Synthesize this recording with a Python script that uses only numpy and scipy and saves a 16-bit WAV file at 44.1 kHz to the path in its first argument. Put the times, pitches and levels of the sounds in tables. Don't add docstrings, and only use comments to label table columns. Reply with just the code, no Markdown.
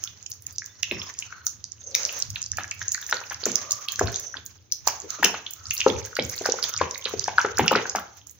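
import sys
import numpy as np
from scipy import signal
from scipy.fft import rfft, irfft, next_fast_len
from scipy.io import wavfile
from scipy.ndimage import map_coordinates

SR = 44100
rng = np.random.default_rng(int(sys.argv[2]) if len(sys.argv) > 2 else 0)


def dump(signal):
    limited = np.clip(np.atleast_2d(signal).T, -1, 1)
    pcm = np.round(limited * 32767).astype(np.int16)
    wavfile.write(sys.argv[1], SR, pcm)


N = 369978

# peak time in seconds, level in dB.
SHOVES = [(.96, -44.5), (2.33, -44.5), (2.55, -42.5), (2.83, -52.5), (3.74, -49), (4.06, -33), (5.24, -60),
          (5.7, -47.5), (5.96, -36.5), (6.26, -41.5), (6.82, -43.5), (7.19, -42.5), (7.48, -56),
          (7.62, -36.5)]
# frequency in Hz, relative density in dB.
RUMBLE_SPECTRUM = [(25, -17.5), (50, -17), (80, 0), (105, 1), (140, -13), (250, -20), (600, -87.5)]
AIR_SPECTRUM = [(100, -19.5), (300, 11), (1000, -5), (2000, -11), (4000, -0.5), (6300, -25.5),
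                (9000, -21.5), (16000, -2)]
SCRAPE_SPECTRUM = [(300, -12.5), (1500, -2), (3000, -8), (5000, -5), (6300, 8.5), (9000, -27.5),
                   (16000, -6)]
SWISH_SPECTRUM = [(500, -54), (1200, -22.5), (1600, 6), (2600, 10.5), (3500, 15.5), (4500, -2), (6000, -55)]
# time in seconds, hiss level in dB.
DRAG = [(0.0, -52), (0.4, -59.5), (0.86, -54.5), (1.03, -45), (1.25, -47.5), (1.72, -63), (1.86, -56),
        (2.03, -32), (2.45, -54), (3.06, -45.5), (3.36, -51.5), (3.53, -37.5), (3.81, -48.5), (4.11, -38.5),
        (4.27, -46), (4.47, -59), (4.76, -65.5), (4.91, -46.5), (5.61, -53), (5.88, -42), (6.15, -48.5),
        (6.66, -37.5), (6.9, -50), (7.2, -42.5), (7.5, -51.5), (7.85, -46), (8.1, -53.5), (8.39, -65.5)]
# start and end in seconds, start and end pitch in Hz, bandwidth in Hz, level in dB.
RUBS = [(0.028, 0.102, 1363, 1470, 250, -55), (0.5, 0.598, 4790, 4900, 150, -56),
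        (0.658, 0.741, 3500, 3600, 90, -62.5), (0.682, 0.843, 5400, 5800, 60, -61.5),
        (0.709, 0.849, 1920, 2080, 40, -67.5), (0.887, 1.134, 5470, 5160, 497, -48.5),
        (0.941, 1.149, 1192, 1040, 262, -52.5), (1.237, 1.512, 4400, 4130, 300, -64),
        (1.246, 1.516, 1410, 1418, 380, -53.5), (1.784, 1.941, 6500, 6100, 500, -47.5),
        (1.808, 2.278, 541, 557, 190, -51.5), (3.48, 4.021, 1191, 1167, 155, -48),
        (3.509, 3.854, 618, 605, 202, -54.5), (4.079, 4.398, 556, 600, 200, -58.5),
        (4.08, 4.38, 6300, 5900, 500, -41.5), (5.02, 5.093, 398, 465, 151, -47.5),
        (5.074, 5.233, 1400, 1220, 302, -45.5), (5.085, 5.201, 4200, 4000, 500, -47.5),
        (5.539, 5.831, 1354, 1250, 250, -56), (6.643, 6.828, 1380, 1364, 250, -49.5)]
# start in seconds, level after the ports in dB.
SPITS = [(0.0374, -28), (0.3027, -27), (0.4224, -36), (0.4658, -30), (0.525, -32.5), (0.6574, -32.5),
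         (0.829, -29.5), (0.915, -37), (1.2012, -33), (1.4673, -17.5), (1.9512, -15.5), (2.1247, -24),
         (2.1899, -26), (2.3032, -29), (2.3531, -37), (2.5726, -26), (2.7427, -38), (2.9218, -17.5),
         (3.014, -28), (3.0689, -31), (3.0779, -36), (3.096, -23), (3.3257, -29.5), (3.458, -21.5),
         (3.5548, -22.5), (3.709, -26), (3.721, -21), (3.884, -28), (3.9235, -27.5), (3.9927, -24),
         (4.0553, -33), (4.118, -30), (4.1978, -23), (4.4518, -35), (4.4623, -28), (4.7236, -19),
         (4.869, -18.5), (4.8807, -13.5), (5.1043, -30), (5.2317, -19.5), (5.2448, -9), (5.3073, -34),
         (5.5081, -22.5), (5.5348, -26), (5.7064, -31), (5.7355, -19.5), (5.7814, -30.5), (6.0583, -28),
         (6.168, -28.5), (6.236, -30), (6.265, -31.5), (6.2937, -22.5), (6.3634, -25), (6.446, -39.5),
         (6.4597, -24.5), (6.634, -23), (6.6897, -19), (6.978, -24.5), (7.092, -27.5), (7.4076, -35),
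         (7.5732, -28), (7.585, -19), (7.6594, -25), (7.717, -19), (7.9563, -23.5), (7.9953, -29),
         (8.168, -42), (8.2686, -33), (8.311, -33.5)]
# start in seconds, level in dB, pitch in Hz, left over right after the ports in dB.
POPS = [(0.0378, -34, 3160, 3), (0.0747, -29.5, 3400, -15), (0.2628, -31.5, 2900, -1), (0.62, -31, 1680, 2),
        (0.645, -46, 1650, 4), (0.8321, -13.5, 2730, -7), (0.9122, -15, 2530, -5),
        (1.017, -20.5, 3300, -4.0), (1.2241, -22, 2730, -1), (1.3244, -28.5, 1420, 5),
        (1.4673, -34, 1360, -1.0), (1.9504, -17.5, 2210, 2), (2.041, -38, 2000, -1),
        (2.0927, -21.5, 2760, 2), (2.359, -23.5, 2630, -12), (2.5326, -35, 1700, 5),
        (2.5743, -30, 2430, -4), (2.584, -17, 1690, 1), (2.6414, -25.5, 1680, 2), (2.715, -20, 2540, 1),
        (2.815, -22.5, 1650, -2), (2.9473, -20.5, 1840, -0.5), (2.977, -27, 1540, 7),
        (3.025, -37, 1650, 11), (3.0915, -27.5, 1790, -1), (3.1251, -11, 1425, 4), (3.238, -37, 2520, -18),
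        (3.3184, -35.5, 995, -5), (3.3188, -31.5, 1590, 13), (3.459, -27, 1410, 10),
        (3.8858, -17, 3620, -10), (3.9926, -17, 1585, 6), (4.0108, -20.5, 1090, -3),
        (4.0813, -25, 1490, -1.0), (4.341, -33, 1580, 21.5), (4.3693, -25, 3560, -11),
        (4.8741, -34, 1020, 2.0), (5.105, -37, 3500, -9), (5.231, -17, 1720, 16), (5.2436, -8, 2810, 9),
        (5.253, -16, 2920, 6), (5.4643, -23, 3200, 7), (5.7096, -18.5, 2580, 9), (5.8038, -14.5, 2740, 5),
        (5.814, -13, 2720, -2.5), (5.8635, -14, 1254, 6), (5.9, -16.5, 3400, -12), (6.071, -35.5, 1640, 4),
        (6.129, -36, 1440, 12), (6.167, -19.5, 1500, 1.5), (6.1904, -16, 2250, -3), (6.4443, -30, 1670, 9),
        (6.4559, -16.5, 1480, -2.5), (6.5866, -25.5, 1390, -2), (6.743, -27, 1340, 3),
        (6.805, -27, 1480, 9), (6.8125, -11, 1017, 4), (6.8132, -17.5, 1435, 6.5), (7.043, -30, 3550, -2),
        (7.0556, -19, 3500, -6), (7.2604, -34, 1700, 7.5), (7.282, -24.5, 1556, 10.5), (7.382, -4, 1476, 3),
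        (7.448, -14.5, 1347, 4.5), (7.5801, -17, 1550, 1), (7.593, -17.5, 1690, 9), (7.66, -22, 1430, 3),
        (7.6803, -5, 2730, -3.5), (7.7096, -16.5, 1350, 4), (7.7521, -10.5, 1390, 4.5),
        (7.8544, -22, 1500, 2), (7.95, -25.5, 1560, 14), (7.9837, -24.5, 1320, 7)]
# start in seconds, level in dB, pitch in Hz, left over right after the ports in dB.
SNAPS = [(0.039, -13, 5960, -2), (0.2277, -32, 6350, -13), (0.2636, -26.5, 6500, -23),
         (0.3183, -18, 6030, 1), (0.4673, -17.5, 6370, -7), (0.509, -32, 6140, -9), (0.561, -28, 5600, -8),
         (0.5835, -13, 5740, -6.5), (0.643, -27, 6400, -3), (0.6612, -28, 6100, -16),
         (0.8303, -11.5, 5730, -5), (1.1403, -29, 6430, -8), (1.1902, -10.5, 6800, -1),
         (1.4676, -6, 6270, -4), (1.642, -17.5, 5600, -6), (1.72, -23, 6450, -14.5), (1.9504, -3, 5600, 2),
         (2.008, -36, 6350, 5), (2.033, -16.5, 6100, -7.5), (2.0517, -8, 5630, -2), (2.2013, -10, 7200, -2),
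         (2.2236, -10.5, 5200, -6), (2.3032, -21, 5900, -10), (2.359, -21.5, 3800, -3),
         (2.4182, -14.5, 6800, -8), (2.428, -17, 6450, -5), (2.44, -24, 5400, -6), (2.462, -17, 6330, -5),
         (2.5179, -12.5, 6170, -3), (2.5715, -17.5, 6350, -9), (2.635, -23.5, 5860, -9),
         (2.6788, -30, 6260, -6), (2.712, -14, 6430, -1), (2.794, -27, 6600, -6), (2.828, -21.5, 5770, -2),
         (2.8825, -10.5, 6400, 1), (2.9196, -8.5, 6400, -4), (2.946, -11, 6640, -8), (3.015, -26, 6150, -1),
         (3.066, -20, 6300, -5), (3.097, -25, 5750, -1), (3.1118, -14.5, 5850, 1), (3.126, -17.5, 3820, -4),
         (3.143, -16.5, 6400, -5), (3.169, -22.5, 4240, -8.5), (3.204, -29.5, 5950, -14),
         (3.3, -17, 6000, -3), (3.345, -20, 5400, 0), (3.438, -17.5, 4250, -7), (3.456, -5, 6600, -0.5),
         (3.5178, -16, 6300, -13), (3.5573, -5.5, 5920, -11.5), (3.71, -7.5, 6870, -5.5),
         (3.7199, -5, 6000, 0), (3.8858, -16, 3150, -5.5), (3.921, -13.5, 6560, -9),
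         (3.9593, -20, 6000, 3.5), (3.994, -8.5, 6930, -4), (4.073, -21.5, 4080, -9),
         (4.1437, -18, 6200, 2), (4.1598, -10, 6050, 0), (4.197, -18.5, 6340, -1.5),
         (4.369, -30, 3970, -11), (4.4625, -24, 6530, -14), (4.7222, -7, 5740, 3),
         (4.8759, -5, 5690, -19.5), (5.002, -19.5, 6700, -6), (5.019, -27.5, 6400, -13),
         (5.105, -18.5, 6350, -17), (5.229, -16, 6600, -6), (5.247, 0, 5880, 6),
         (5.467, -27.5, 3270, -15.5), (5.536, -21, 6800, -10), (5.7086, -9, 6140, -3.5),
         (5.7787, -16, 6300, 1.5), (5.803, -17, 6830, 2.5), (5.8062, -14, 5650, -8),
         (5.884, -22.5, 3960, -9), (6.0512, -28, 6050, -20), (6.155, -23, 6600, -14),
         (6.1669, -18.5, 4450, -4), (6.196, -13.5, 3700, -4.5), (6.2238, -19, 5070, -3.5),
         (6.2502, -18.5, 6720, -13), (6.297, -14.5, 6000, -4), (6.4553, -23, 4850, 10.5),
         (6.46, -9.5, 5470, -2), (6.498, -17.5, 5950, 4.5), (6.5215, -15, 6300, -24.5),
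         (6.6281, -11, 4700, -4.5), (6.64, -12, 4800, -8), (6.7391, -17, 5440, -2),
         (6.7645, -17.5, 4800, -6), (6.777, -11.5, 6160, 4), (6.9129, -25.5, 5550, 9.5),
         (6.9107, -17.5, 6260, -12), (6.947, -27, 4130, -10), (6.979, -27, 6400, -15),
         (7.0433, -24, 6700, -12), (7.055, -12.5, 3740, -6.5), (7.1955, -15, 5960, -16),
         (7.242, -14, 5600, -4), (7.2781, -18, 6100, -7.5), (7.3934, -26, 6190, -4),
         (7.4142, -17.5, 5600, -3), (7.4619, -27, 6200, -13.5), (7.572, -15.5, 5250, -3.5),
         (7.5857, -9, 6700, -7), (7.6797, -5.5, 5170, -4), (7.7581, -18.5, 4420, -14.5),
         (7.8793, -29, 5700, -2.5), (7.8967, -12.5, 6400, -3.5), (7.9598, -15, 6270, 3),
         (8.2708, -35.5, 6540, -23), (8.296, -27.5, 6950, -13)]
# start in seconds, level in dB, cavity pitch in Hz, gulp level in dB, crackle level in dB.
SLOPS = [(0.915, -25, 376, -34, -38), (2.584, -25.5, 770, -46, -31.5), (3.125, -16.5, 955, -56, -33),
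         (3.214, -30.5, 990, -71, -60), (3.308, -39.5, 930, -63, -33.5), (3.431, -36, 463, -57, -39),
         (3.464, -18, 454, -28.5, -31.5), (3.988, -40, 540, -58, -36.5), (4.01, -12.5, 424, -31, -52),
         (4.352, -37, 910, -49.5, -39.5), (4.873, -12, 897, -54, -28.5), (5.187, -37.5, 605, -37.5, -40.5),
         (5.227, -14, 920, -32, -21.5), (5.249, -19.5, 450, -32, -24.5), (5.341, -28, 750, -44, -29),
         (5.863, -3.5, 478, -24.5, -41), (6.188, -15, 535, -26, -41), (6.41, -24.5, 420, -46.5, -42.5),
         (6.458, -23, 590, -50, -29), (6.488, -15, 480, -51, -55), (6.539, -23.5, 550, -51, -55),
         (6.811, -14, 536, -29.5, -25.5), (7.058, -27, 500, -54, -28.5), (7.137, -20, 437, -53, -50),
         (7.281, -14.5, 856, -51.5, -30), (7.379, -39, 910, -51, -25.5), (7.446, -15.5, 460, -41, -30.5),
         (7.592, -12, 460, -19.5, -20.5), (7.714, -11, 548, -24, -19), (7.759, -12.5, 470, -29, -20),
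         (7.95, -13, 810, -36.5, -26.5)]
# frequency in Hz, time to fall 60 dB in seconds.
KITCHEN_T60 = [(100, 0.079), (400, 0.47), (1400, 0.46), (4000, 0.28), (10000, 0.23)]
# frequency in Hz, gain in dB.
KITCHEN_GAIN = [(100, -3), (250, -2), (450, -5.5), (700, -6.5), (1500, -7), (3000, -3.5), (6000, -6.5),
                (12000, -8)]
# frequency in Hz, gain in dB.
MIC_GAIN = [(30, -15.5), (70, 3.5), (6900, 2), (7400, -11), (8100, -18), (11000, -13.5), (14000, -17),
            (15300, -0.5), (16000, -18.5), (16300, -42)]
# frequency in Hz, left over right in dB.
PORT_BALANCE = [(60, 0), (200, -0.5), (380, 4.5), (700, 0), (1290, 2.0), (2380, -3.5), (4400, -1),
                (8120, -10), (15000, -7)]

CONTROL_HZ = 200


def amp(db):
    return 10 ** (np.asarray(db) / 20)


def unit_rms(x):
    return x / np.sqrt(np.mean(np.abs(x) ** 2) + 1e-20)


def at_hz(points, hz):
    knots_hz, values = np.transpose(points)
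    return np.interp(np.log(hz + 1), np.log(knots_hz + 1), values)


def per_sample(t, values):
    return np.interp(np.arange(N) / SR, t, values)


def wobble(rate_hz):
    knots = rng.standard_normal(int(N * rate_hz / SR) + 4)
    return map_coordinates(knots, [np.arange(N) * rate_hz / SR])


def filtered(x, response):
    size = next_fast_len(N + 8192)
    return irfft(rfft(x, size) * response(np.fft.rfftfreq(size, 1 / SR)), size)[..., :N]


def stereo_noise(spectrum, shared):
    white = rng.standard_normal((3, N))
    pair = np.sqrt(shared) * white[0] + np.sqrt(1 - shared) * white[1:]
    return unit_rms(filtered(pair, lambda hz: amp(at_hz(spectrum, hz))))


def swells_db(events, t, rise_db_per_s, fall_db_per_s):
    peak_s, db = np.transpose(events)
    age_s = t - peak_s[:, None]
    each_db = db[:, None] - np.where(age_s < 0, -rise_db_per_s * age_s, fall_db_per_s * age_s)
    return 10 * np.log10(np.sum(amp(2 * each_db), 0) + 1e-20)


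def bubbles(start_s, db, hz, cycles, lag_s, glide, samples, pan_db=None):
    out = np.zeros((2, N + samples + 64))
    if pan_db is None:
        pan_db = rng.normal(0, 2.5, len(start_s))
    cycles = np.broadcast_to(cycles, start_s.shape)[:, None]
    index = np.clip(np.round(start_s * SR).astype(int), 0, N)[:, None] + np.arange(samples)
    for port, side in enumerate((.5, -.5)):
        age_cycles = np.maximum(index / SR - (start_s + side * lag_s)[:, None], 0) * hz[:, None]
        life = age_cycles / cycles
        onset = (1 - np.exp(-age_cycles / (0.22 + 0.15 * cycles))) ** 3
        tone = np.sin(2 * np.pi * age_cycles * (1 + glide * np.tanh(life)))
        rings = 4.3 * amp(db + side * pan_db)[:, None] * onset * np.exp(-2.8 * life) * tone
        out[port] = np.bincount(index.ravel(), rings.ravel(), out.shape[1])
    return out[:, :N]


def radiated(x, edge_hz):
    return filtered(x, lambda hz: 1 / (1 + (edge_hz / (hz + 1)) ** 4))


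def counter_rumble(floor_db=-60, sway_db=2.5):
    t = np.arange(0, N / SR, 1 / CONTROL_HZ)
    shove = per_sample(t, amp(swells_db(SHOVES, t, rise_db_per_s=210, fall_db_per_s=173)))
    level = np.hypot(shove, amp(floor_db)) * amp(sway_db * wobble(9.4))
    return level * stereo_noise(RUMBLE_SPECTRUM, shared=0.65)


def air_hiss():
    return amp(-65.5) * stereo_noise(AIR_SPECTRUM, shared=0.27)


def scrape(sway_db=2, flutter_db=3.94, swish_gain_db=-22.5):
    drag_db = per_sample(*np.transpose(DRAG))
    hiss_db = drag_db + sway_db * wobble(18) + flutter_db * wobble(60)
    hiss = amp(hiss_db) * stereo_noise(SCRAPE_SPECTRUM, shared=0.12)
    swish_db = drag_db + swish_gain_db + 2 * sway_db * wobble(15)
    return hiss + amp(swish_db) * stereo_noise(SWISH_SPECTRUM, shared=0.084)


def fizz(level_curve, centre_hz, log_spread, cycles, gain_db, count):
    position = rng.random(count)
    pitch, size, bearing = rng.normal(0, 1, (count, 3)).T
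    start_s = position * N / SR
    clump = (wobble(45) + 1.41 * wobble(4.2))[(position * N).astype(int)]
    db = np.interp(start_s, *level_curve) + gain_db + 5 * clump + 4 * size
    hz = np.clip(centre_hz * np.exp(log_spread * pitch), 1200, 16500)
    return bubbles(start_s, db, hz, cycles, lag_s=5e-5 + 5e-5 * bearing, glide=0.05, samples=180)


def spray():
    t = np.arange(0, N / SR, 1 / CONTROL_HZ)
    spit_db = swells_db(SPITS, t, rise_db_per_s=1700, fall_db_per_s=490) + 2.5
    drag_db = np.interp(t, *np.transpose(DRAG)) + 1.5
    level_curve = t, np.maximum(spit_db, drag_db)
    return fizz(level_curve, centre_hz=14360, log_spread=0.22, cycles=2.2, gain_db=7.5, count=1500)


def rubs():
    out = np.zeros((2, N))
    stick_slip = wobble(70)
    for start_s, end_s, start_hz, end_hz, width_hz, db in RUBS:
        first, n = round(start_s * SR), round((end_s - start_s) * SR)
        span = slice(first, first + n)
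        pole = np.exp(-np.pi * width_hz / SR)
        baseband = signal.lfilter([1], [1, -2 * pole, pole ** 2], rng.standard_normal((3, 2, n)))
        phase = 2 * np.pi * np.cumsum(np.linspace(start_hz, end_hz, n)) / SR
        band = baseband[:, 0] * np.cos(phase) + baseband[:, 1] * np.sin(phase)
        chatter_db = width_hz / 120 * stick_slip[span]
        envelope = amp(db + chatter_db) * np.sqrt(np.hanning(n))
        out[:, span] += envelope * unit_rms(band[0] + 1.06 * band[1:])
    return out


def spits(count=14):
    start_s, db = np.repeat(SPITS, count, axis=0).T
    pitch, delay, size, bearing = rng.normal(0, 1, (len(start_s), 4)).T
    hz = np.clip(14200 * np.exp(0.4 * pitch), 8000, 16200)
    share_db = -10 * np.log10(count) - at_hz(MIC_GAIN, hz).mean()
    return bubbles(start_s + 0.0029 * np.abs(delay), db + share_db + 1.2 * size, hz,
                   cycles=2.74, lag_s=5e-5 + 2e-5 * bearing, glide=0.0035, samples=100)


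def pops(followers=4):
    start_s, db, hz, heard_pan_db = np.transpose(POPS)
    scatter = rng.normal(0, 1, (len(start_s), 1 + 3 * followers)).T
    common = dict(lag_s=7e-5 + 2e-5 * scatter[0], samples=500,
                  pan_db=heard_pan_db - at_hz(PORT_BALANCE, hz))
    out = bubbles(start_s, db - 1, hz, cycles=POP_CYCLES, glide=0.014, **common)
    for delay, size, pitch in scatter[1:].reshape(followers, 3, -1):
        out += bubbles(start_s + 0.0025 * np.abs(delay), db - 10 + 0.4 * size, hz * np.exp(0.22 * pitch),
                       cycles=3.83, glide=0.12, **common)
    return out


def snaps(count=7):
    start_s, db, hz, heard_pan_db = np.repeat(SNAPS, count, axis=0).T
    delay, bearing, size, pitch = rng.normal(0, 1, (len(start_s), 4)).T
    is_main = np.arange(len(start_s)) % count == 0
    offset_s = np.where(is_main, 0, 0.0008085 + 0.0035 * delay)
    gain_db = np.where(is_main, 0.8, -9 - 2200 * np.abs(offset_s) + 1.8 * size)
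    bubble_hz = np.where(is_main, hz, hz * np.exp(0.2 * pitch))
    return bubbles(start_s + offset_s, db + gain_db, bubble_hz, cycles=np.where(is_main, 5.5, 7),
                   lag_s=5e-5 + 2e-5 * bearing, glide=0.039, samples=200,
                   pan_db=heard_pan_db - at_hz(PORT_BALANCE, hz))


def slops(crackles=30, cavity_cycles=3.03, lag_s=6e-5):
    start_s, db, hz, gulp_db, crackle_db = np.transpose(SLOPS)
    size, pitch = rng.normal(0, 1, (len(start_s), 2)).T
    cavity = bubbles(start_s, db, hz, cavity_cycles, lag_s, glide=-0.029, samples=1500)
    overtone = bubbles(start_s + 0.00202, db - 5 + 4.5 * size, hz * (1.6 + 0.18 * pitch),
                       cavity_cycles, lag_s, glide=0.0062, samples=1500)
    gulp = bubbles(start_s + 0.00755, gulp_db, 1.02 * np.minimum(hz, 480),
                   cycles=5.3, lag_s=lag_s, glide=-0.45, samples=4000)

    wait, depth = rng.random((2, len(start_s), 4))
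    gurgle_s = start_s[:, None] + 0.0115 + .06 * wait
    gurgle_db = gulp_db[:, None] - 3.5 - 9 * wait
    gurgle_hz = 330 - 90 * wait - 80 * depth
    gurgles = bubbles(gurgle_s.ravel(), gurgle_db.ravel(), gurgle_hz.ravel(),
                      cycles=2.66, lag_s=lag_s, glide=-0.26, samples=2500)

    delay_s = rng.exponential(0.024, (len(start_s), crackles))
    size, pitch = rng.normal(0, 1, (2, len(start_s), crackles))
    trail_db = crackle_db[:, None] - 120 * delay_s + 4 * size
    trail_hz = np.clip(2600 * np.exp(.6 * pitch), 500, 9000)
    trail = bubbles((start_s[:, None] + delay_s).ravel(), trail_db.ravel(), trail_hz.ravel(),
                    cycles=2.64, lag_s=5e-5, glide=0.014, samples=300)
    return cavity + overtone + gulp + gurgles + trail


def kitchen(x, block=16384, predelay_samples=150, near_wall_s=0.0062):
    hz, t, _ = signal.stft(np.zeros(SR // 3), SR, nperseg=256)
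    fade = amp(-60 * t / at_hz(KITCHEN_T60, hz)[:, None])
    fade *= np.tanh(t / 0.0013)
    fade *= (amp(at_hz(KITCHEN_GAIN, hz)) / np.sqrt(np.sum(fade ** 2, 1) * 128))[:, None]
    bass = signal.butter(1, 700, fs=SR, output="sos")
    out = np.zeros((2, N + SR))
    for first in range(0, N, block):
        noise = signal.stft(rng.standard_normal((3, SR // 3)), nperseg=256)[2]
        tail = signal.istft(noise * fade, nperseg=256)[1]
        tail = tail[1:] + signal.sosfilt(bass, tail[0] - tail[1:])
        tail[:, round(near_wall_s * SR)] += amp([-15, -13])
        wet = signal.fftconvolve(x[None, first:first + block], tail, axes=1)
        arrival = first + predelay_samples
        out[:, arrival:arrival + wet.shape[1]] += wet
    return out[:, :N]


def scene():
    drag = np.transpose(DRAG)
    mist = spray()
    peel = fizz(drag, centre_hz=5800, log_spread=0.2, cycles=6.5, gain_db=-1.5, count=1200)
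    froth = fizz(drag, centre_hz=2965, log_spread=0.39, cycles=5, gain_db=-4, count=500)
    paste = slops() + froth
    paste += radiated(pops(), edge_hz=630)
    paste += radiated(snaps() + peel, edge_hz=1700)
    paste += radiated(spits() + mist, edge_hz=7000)
    return paste + kitchen(paste.mean(0)) + scrape() + rubs() + counter_rumble() + air_hiss()


def record(dry, clip_level=0.93, top_hz=17100):
    sides = np.array([[.5], [-.5]])
    heard = filtered(dry, lambda hz: amp(at_hz(MIC_GAIN, hz) + sides * at_hz(PORT_BALANCE, hz)))
    return filtered(np.clip(heard, -clip_level, clip_level), lambda hz: hz < top_hz)


POP_CYCLES = 5.86
dry = scene()
out = record(dry)
dump(out)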